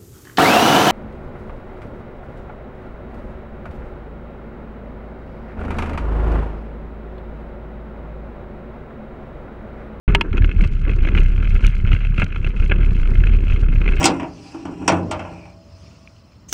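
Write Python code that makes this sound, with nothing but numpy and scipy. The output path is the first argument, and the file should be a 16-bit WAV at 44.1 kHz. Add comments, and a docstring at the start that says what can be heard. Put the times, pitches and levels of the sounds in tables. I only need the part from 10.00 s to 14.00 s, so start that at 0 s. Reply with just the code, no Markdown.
"""A scooter is pulled along a gravel track, heard from inside a closed case that rides with it.
After an instant of silence the sound snaps in with a click. Air flutters and rumbles on the case while
the tyres roar and crunch through grit and sand, the crunch muffled by the case. The frame knocks twice
early on; then pebbles pop under the tyres and a few flung stones tick. From about one second on, bumps
make the tyres boom, and in the third second big stones strike a wheel in two quick clusters."""
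import sys
import numpy as np
from scipy import signal
from scipy.fft import rfft, irfft
from scipy.io import wavfile
from scipy.ndimage import uniform_filter1d, minimum_filter1d

SR = 44100
rng = np.random.default_rng(int(sys.argv[2]) if len(sys.argv) > 2 else 0)


def int16_out(signal):
    """Quantize to a 16-bit WAV file."""
    q = np.round(np.clip(np.atleast_2d(signal).T, -1, 1) * 32767)
    wavfile.write(sys.argv[1], SR, q.astype(np.int16))


N = 176400
TIME = np.arange(N) / SR

# Gusts on the case. Each row: time in seconds, relative level in dB.
WIND_LEVEL = [(0.08, -3.5), (0.24, -26), (0.42, -11.5), (0.52, -22), (0.55, -12.5), (0.64, -9),
              (0.68, -16.5), (1.59, -12), (1.61, -24.5), (1.65, -7.5), (1.72, -19.5), (1.94, -9.5),
              (1.99, -21), (2.22, -13), (2.25, -26), (2.48, -13), (2.52, -25), (2.59, -14), (2.72, -16.5),
              (2.77, -14.5), (3.35, -12.5), (3.37, -15.5), (3.55, -9.5), (3.58, -21.5), (3.69, -11.5),
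              (4.0, -12)]
# Pace of the eddies the case sheds. Each row: time in seconds, centre rate in eddies per second.
EDDY_RATE = [(0.08, 47), (0.22, 33), (0.36, 31), (0.45, 42.8), (0.7, 30.4), (0.87, 37.6), (1.04, 28),
             (1.15, 35.2), (1.25, 30), (1.46, 39.3), (1.6, 31.5), (1.75, 31), (2.05, 35.7), (2.27, 31),
             (2.9, 35.5), (3.13, 29), (3.28, 40), (3.58, 30.5), (3.7, 34), (4.0, 30.6)]
# Low rumble of turbulence. Each row: frequency in Hz, relative level in dB.
RUMBLE_EQ = [(20, 0.5), (50, -2), (90, 1.5), (130, -6.5), (190, -7.5), (270, -25), (500, -41), (1500, -59),
             (15000, -120)]
# Ride of the tyres' hollow roar. Each row: time in seconds, relative level in dB.
ROAR_LEVEL = [(0.08, -20.5), (0.15, -30.5), (0.28, -29.5), (0.35, -34), (0.37, -29), (0.54, -32.5),
              (0.6, -31), (0.81, -38), (0.9, -25.5), (0.93, -36.5), (1.18, -25), (1.23, -36.5), (1.66, -34),
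              (1.68, -44), (1.94, -40), (2.07, -45), (2.23, -34.5), (2.27, -41.5), (2.68, -35), (2.72, -21),
              (2.78, -32), (3.82, -32.5), (3.93, -26.5), (4.0, -41)]
# Tone of that roar. Each row: frequency in Hz, relative level in dB.
ROAR_EQ = [(120, -20.5), (200, 0.5), (280, -2.5), (390, -1.5), (520, -14.5), (750, -26), (1500, -18.5),
           (15000, -110)]
# A brief click as the sound snaps in, then the level of the grit under the tyres.
# Each row: time in seconds, relative level in dB.
CLICK_THEN_GRIT_LEVEL = [(0.08,-26.5), (0.16,-50), (0.3,-53.5), (0.38,-45), (0.48,-49), (0.59,-40.5),
                         (0.63,-42), (0.69,-47), (0.81,-47), (0.9,-43), (1.0,-43.5), (1.08,-36.5),
                         (1.11,-48.5), (1.17,-39.5), (1.25,-41.5), (1.34,-43), (1.45,-42), (1.51,-43),
                         (1.6,-42), (1.66,-47), (1.73,-39), (1.83,-51.5), (1.87,-36), (1.94,-44.5),
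                         (2.02,-39.5), (2.15,-48), (2.21,-31.5), (2.28,-45), (2.35,-40.5), (2.4,-49),
                         (2.46,-37), (2.54,-52.5), (2.6,-34.5), (2.66,-43), (2.71,-50), (2.77,-44.5),
                         (2.83,-39), (2.88,-46), (3.07,-39), (3.1,-48), (3.37,-39), (3.4,-46), (3.54,-38),
                         (3.6,-44.5), (3.84,-43), (3.88,-46), (3.98,-37.5)]
# Boxy tone of gravel through the case. Each row: frequency in Hz, relative level in dB.
CASE_EQ = [(200, -6), (400, -5.5), (600, -5.5), (850, -12.5), (1130, -9.5), (1370, 1), (1680, -2.5),
           (1900, -10.5), (2100, 3), (2350, -1), (2570, 4), (2800, -2.5), (3250, -6.5), (3650, -22),
           (4100, -18.5), (4700, -35.5), (6300, -30.5), (7500, -49.5), (10000, -49.5), (12000, -64),
           (15000, -83)]
# Ride of the sand's fine crackle. Each row: time in seconds, relative level in dB.
SAND_LEVEL = [(0.08, -75.2), (0.29, -78.0), (0.35, -73.1), (0.56, -72.6), (0.64, -58.8), (0.69, -71.0),
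              (1.0, -70.5), (1.05, -65.0), (1.14, -68.3), (1.21, -62.1), (1.38, -66.7), (1.65, -62.0),
              (1.82, -68.8), (1.94, -62.8), (2.13, -73.7), (2.21, -54.3), (2.29, -72.3), (2.48, -65.0),
              (2.52, -76.0), (2.59, -63.2), (2.75, -72.3), (2.85, -62.9), (3.12, -67.9), (3.17, -62.6),
              (3.4, -69.7), (3.49, -62.1), (3.69, -69.4), (3.75, -62.9), (3.83, -69.7), (3.98, -59.7)]
# Bright edge of tiny stone chips. Each row: frequency in Hz, relative level in dB.
CHIP_EQ = [(1500, -24), (3500, -1), (4100, 6), (5200, -1.5), (6300, -1.5), (7600, -6), (9300, -8),
           (10800, -36.5), (15500, -48)]
# Knocks on the frame. Each row: start in seconds, relative level in dB.
KNOCK_HITS = [(.1482, 1.5), (.2101, -7)]
# Hard clack of a knock. Each row: frequency in Hz, relative level in dB.
CLACK_EQ = [(200, -9), (400, -12), (630, -6), (780, -4), (930, 4), (1100, -7), (1400, 1), (1850, -5),
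            (2100, 3), (2700, 3), (3350, -1), (3650, -18), (4500, -16), (7000, -27), (11000, -36),
            (15500, -52)]
# Ring of the frame. Each row: pitch in Hz, relative level in dB, seconds to fall 60 dB.
FRAME_MODES = [(398, -22, 0.24), (628, -31, 0.06), (929, -21, 0.09), (1320, -25, 0.07), (1695, -16, 0.04),
               (2145, -10, 0.032), (2540, -10, 0.022), (2785, -11, 0.036), (3010, -9, 0.024),
               (3360, -14, 0.026), (3760, -36, 0.04), (4140, -26, 0.03), (5660, -33, 0.02)]
# Pebbles popping under a tyre. Each row: start in seconds, relative level in dB, pitch in Hz.
PEBBLE_HITS = [(0.3285, -21, 1370), (0.3698, -20, 2110), (0.378, -15, 1400), (0.4203, -20.5, 1710),
               (0.4443, -15.5, 2165), (0.492, -24.5, 1450), (0.5133, -19.5, 2180), (0.608, -20.5, 2270),
               (0.638, -20.5, 2710), (0.6461, -21.5, 2600), (0.851, -25.5, 2100), (0.8945, -20, 2040),
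               (0.912, -28, 2400), (1.0505, -18, 2120), (1.0719, -19.5, 1660), (1.0865, -16, 2050),
               (1.1494, -14.5, 2040), (1.1752, -13, 2420), (1.1827, -15.5, 2880), (1.205, -24, 2580),
               (1.215, -26, 2700), (1.427, -22, 2405), (1.4532, -26, 2580), (1.473, -24.5, 2650),
               (1.561, -21, 2580), (1.6385, -20, 1540), (1.6462, -17, 2251), (1.66, -19, 2910),
               (1.675, -21.5, 2800), (1.864, -28, 2500), (1.917, -14.5, 2590), (1.93, -15.5, 2850),
               (1.949, -22.5, 1490), (1.963, -22.5, 2770), (2.009, -27.5, 2500), (2.162, -30, 2315),
               (2.1791, -15, 2720), (2.1896, -23.5, 2500), (2.322, -29, 2650), (2.3605, -21, 1347),
               (2.445, -18, 2670), (2.504, -28, 2301), (2.6965, -19.5, 2580), (2.7369, -26, 2600),
               (2.810, -27, 1581), (2.831, -27, 1343), (3.1535, -22, 2120), (3.237, -18, 1700),
               (3.2696, -17.5, 2581), (3.4985, -20.5, 2560), (3.522, -24.5, 2593), (3.561, -23, 2159),
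               (3.759, -25.5, 2600), (3.8153, -19.5, 2470), (3.86, -23, 2048), (3.8774, -14, 2387),
               (3.8875, -18, 2610), (3.921, -20, 1543), (3.934, -22.5, 2600), (3.969, -19, 2718),
               (3.981, -25, 2550)]
# Flung stones hitting. Each row: start in seconds, relative level in dB.
TICK_HITS = [(0.372, -41), (0.456, -48), (0.663, -48), (0.733, -45), (0.963, -51), (1.068, -46),
             (1.203, -41), (1.234, -41), (1.496, -39.5), (1.645, -38), (1.654, -43), (1.666, -20),
             (2.2425, -30.5), (2.651, -45), (3.605, -44)]
# Thin, bright tone of a tick. Each row: frequency in Hz, relative level in dB.
TICK_EQ = [(1500, -23), (3500, 6.5), (5200, -1.5), (6400, 5.5), (8000, -8.5), (10000, -12.5),
           (12000, -16.5), (15500, -35)]
# Bumps jolting the scooter. Each row: start in seconds, relative level in dB.
BUMP_HITS = [(1.148, -15.5), (1.93, -28), (2.18, -13), (2.225, -10), (2.716, -17.5), (3.27, -23),
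             (3.88, -17)]
# Boom of the tyres. Each row: pitch in Hz, relative level in dB, seconds to fall 60 dB.
TYRE_MODES = [(88, -2, 0.21), (150, -3.5, 0.096), (184, -4, 0.083), (245, -6.5, 0.034)]
# Big stones striking a wheel. Each row: start in seconds, relative level in dB.
STRIKE_HITS = [(2.2175, -13), (2.2205, -17.5), (2.2283, -16.5), (2.7125, -16.5), (2.7165, -7), (2.719, -15)]
# Ring of the wheel. Each row: pitch in Hz, relative level in dB, seconds to fall 60 dB.
WHEEL_MODES = [(332, -12, 0.027), (588, -11, 0.046), (1150, -16.5, 0.017), (1408, -15, 0.068),
               (1616.5, -10.5, 0.051), (2700, -14, 0.052)]

DULL_CONTACT_HZ, HARD_CONTACT_HZ = 2660, 7500


def from_db(db):
    """Decibels to gain."""
    return 10 ** (np.asarray(db) / 20)


def rms_one(x):
    """Scale to rms 1."""
    return x / np.sqrt(np.mean(x ** 2) + 1e-20)


def automation(rows):
    """A control curve drawn in straight lines between timed points."""
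    return np.interp(TIME, *np.transpose(rows))


def drift(hz):
    """A smooth random wobble, mostly slower than hz, with rms about 1."""
    step, settle = 40, 2000
    pole = np.exp(-2 * np.pi * hz * step / SR)
    noise = rng.standard_normal(N // step + settle + 2)
    slow = signal.lfilter([1], [1, -2 * pole, pole * pole], noise)[settle:]
    return np.interp(np.arange(N) / step, np.arange(len(slow)), rms_one(slow))


def colour(x, eq):
    """Minimum-phase EQ: nothing rings ahead of a hit, and white noise keeps its power."""
    size = 8192
    octaves = np.log2(np.maximum(np.fft.rfftfreq(size, 1 / SR), 1))
    hz, db = np.transpose(eq)
    cepstrum = irfft(np.log(from_db(np.interp(octaves, np.log2(hz), db))))
    cepstrum[1:size // 2] *= 2
    cepstrum[size // 2 + 1:] = 0
    response = irfft(np.exp(rfft(cepstrum)))
    return signal.fftconvolve(x, response / np.linalg.norm(response))[:N]


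def soften(x, hz):
    """Roll off the top: the softer the contact, the lower the cutoff."""
    return signal.sosfilt(signal.butter(4, hz, fs=SR, output="sos"), x)


def clicks_at(hits):
    """One click for each hit, given as start in seconds and level in dB."""
    starts, db = np.transpose(hits)
    return np.bincount((starts * SR).astype(int), from_db(db), N)[:N]


def ring(clicks, hz, t60):
    """Each click sets off a sine of its own height that falls 60 dB in t60 seconds."""
    decay, angle = 1000 ** (-1 / (t60 * SR)), 2 * np.pi * hz / SR
    return signal.lfilter([0, np.sin(angle)], [1, -2 * decay * np.cos(angle), decay ** 2], clicks + 1e-18)


def ring_modes(hits, modes):
    """Each blow rings every mode with slightly varied strength; neighbours swing in opposite directions."""
    body = np.zeros(N)
    for k, (hz, mode_db, t60) in enumerate(modes):
        blows = [(start, db + mode_db + rng.normal(0, 0.41)) for start, db in hits]
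        body += (-1) ** k * ring(clicks_at(blows), hz, t60)
    return body


def swells(hits, attack_s, t60):
    """An envelope with a quick attack and a dying tail for each hit."""
    fall, rise = 1000 ** (-1 / (t60 * SR)), np.exp(-1 / (attack_s * SR))
    tails = signal.lfilter([1], [1, -fall], clicks_at(hits) + 1e-18)
    return signal.lfilter([1 - rise], [1, -rise], tails)


def bursts(hits, attack_s, t60):
    """A noise burst for each contact: a short, dying run of tiny fractures."""
    return swells(hits, attack_s, t60) * rng.standard_normal(N)


def grains(per_s, spread_db):
    """Random clicks, many small and few large; rms 1."""
    sizes = from_db(spread_db * np.minimum(rng.exponential(1, N), 4))
    signs = rng.choice([-1, 1], N)
    return rms_one(sizes * signs * (rng.random(N) < per_s / SR))


def wind():
    """Eddies peel off the case almost regularly, each with a sharp suction dip and a turbulent puff."""
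    suction_width_cycles, ceiling, rumble_tracking = 0.12, 0.97, 0.83
    level_db = automation(WIND_LEVEL)
    cycles = np.cumsum(automation(EDDY_RATE) * np.exp(0.095 * drift(hz=16.9))) / SR
    swing = np.cos(2 * np.pi * cycles)
    suction_depth = from_db(7 + 4 * np.tanh(drift(hz=26)))
    suction = suction_depth * np.exp(-((cycles % 1 - 0.5) / suction_width_cycles) ** 2)
    eddies = signal.sosfilt(signal.butter(1, 9, "high", fs=SR, output="sos"), swing - suction)
    flutter = rms_one(eddies * from_db(2.5 * drift(hz=9.7))) * from_db(1.42 + level_db)
    puffs = rng.standard_normal(N) * from_db(2.5 * drift(hz=48) - 3.5 * swing)  # loudest in the dips
    rumble_db = -23 + rumble_tracking * (level_db - level_db.mean())
    rumble = rms_one(colour(puffs, RUMBLE_EQ)) * from_db(rumble_db)
    return ceiling * np.tanh(flutter / ceiling) + rumble


def tyre_roar():
    """The tyres drum on the uneven track: a hollow, restless bed."""
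    drumming = rng.standard_normal(N) * from_db(4 * drift(hz=31))
    return from_db(automation(ROAR_LEVEL) - 2.5) * rms_one(colour(drumming, ROAR_EQ))


def clumps(per_s=68, count=500):
    """The tyres crush one clump of grit after another; a pulsing envelope of rms 1."""
    starts = np.cumsum(rng.uniform(0.3, 1.7, count)) / per_s
    db = 3.5 * np.clip(rng.standard_normal(count), -2, 1.5)
    return rms_one(swells(np.transpose([starts, db]), attack_s=0.0006, t60=0.021))


def small_stones(low_hz=1188, high_hz=3460, pitch_count=16, ring_cycles=14):
    """Small stones click together at scattered pitches, heard through the case; rms 1."""
    clicks = grains(per_s=170, spread_db=3.6)
    pitch_index = rng.integers(0, pitch_count, N)
    pitches = np.geomspace(low_hz, high_hz, pitch_count)
    rings = sum(ring(clicks * (pitch_index == k), hz, ring_cycles / hz) for k, hz in enumerate(pitches))
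    return rms_one(colour(rings, CASE_EQ))


def grit():
    """After a brief opening click, grit crunches under the tyres and stones click over a rolling hiss."""
    crunch = clumps() * grains(per_s=2500, spread_db=1)
    hiss = from_db(-9) * rng.standard_normal(N)
    gravel = colour(crunch + hiss, CASE_EQ) + from_db(-5) * small_stones()
    return from_db(automation(CLICK_THEN_GRIT_LEVEL)) * gravel


def sand():
    """Sand crackles in brief, bright sprays."""
    sprays = rms_one(from_db(6.5 * np.minimum(drift(hz=94), 2)))
    crackle = sprays * grains(per_s=2000, spread_db=2.5)
    return from_db(automation(SAND_LEVEL) + 5) * colour(crackle, CHIP_EQ)


def frame_knocks():
    """The jolted frame clacks and rings briefly."""
    clack = colour(bursts(KNOCK_HITS, attack_s=0.0006, t60=0.018), CLACK_EQ)
    return clack + soften(ring_modes(KNOCK_HITS, FRAME_MODES), HARD_CONTACT_HZ)


def pebbles():
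    """Each pebble grinds out from under a tyre, rings at its own pitch and gives a small thud."""
    hits = [(start, db) for start, db, _ in PEBBLE_HITS]
    pops = from_db(-2.5) * colour(bursts(hits, attack_s=0.001, t60=0.018), CASE_EQ)
    rings = sum(ring(clicks_at([(start, db - 5.5)]), hz, t60=0.027) for start, db, hz in PEBBLE_HITS)
    muffled_rings = signal.sosfilt(signal.butter(2, [1000, 3400], "band", fs=SR, output="sos"), rings)
    thuds = from_db(-9.5) * ring(clicks_at(hits), hz=331, t60=0.046)
    return pops + muffled_rings + thuds


def flung_stones():
    """Flung stones hit with a short, bright tick."""
    return colour(bursts(TICK_HITS, attack_s=0.00037, t60=0.009), TICK_EQ)


def tyre_booms():
    """Bumps in the track set the tyres ringing, low and round."""
    return soften(ring_modes(BUMP_HITS, TYRE_MODES), DULL_CONTACT_HZ)


def wheel_strikes():
    """Big stones crunch dully against a wheel and set it ringing."""
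    crunch = colour(bursts(STRIKE_HITS, attack_s=0.0007, t60=0.016), CASE_EQ)
    return soften(crunch + ring_modes(STRIKE_HITS, WHEEL_MODES), DULL_CONTACT_HZ)


def scene():
    """A mono mix: the bed of wind and rolling gravel, with the hits on top."""
    bed = wind() + tyre_roar() + grit() + sand()
    hits = pebbles() + tyre_booms() + wheel_strikes() + frame_knocks() + flung_stones()
    return (bed + hits)[None]


def record(dry):
    """The sound snaps in after an instant of silence; a fast limiter holds the peaks, the top is cut."""
    start_s, fade_s, limiter_s, stopband_hz = 0.078, 0.002, 0.002, 15800
    opened = dry * np.clip((TIME - start_s) / fade_s, 0, 1)
    window = int(limiter_s * SR)
    needed_gain = 1 / np.maximum(np.abs(opened), 1)
    smooth_gain = uniform_filter1d(minimum_filter1d(needed_gain, window), window)
    return signal.sosfilt(signal.cheby2(12, 70, stopband_hz, fs=SR, output="sos"), opened * smooth_gain)


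dry = scene()
out = record(dry)
int16_out(out)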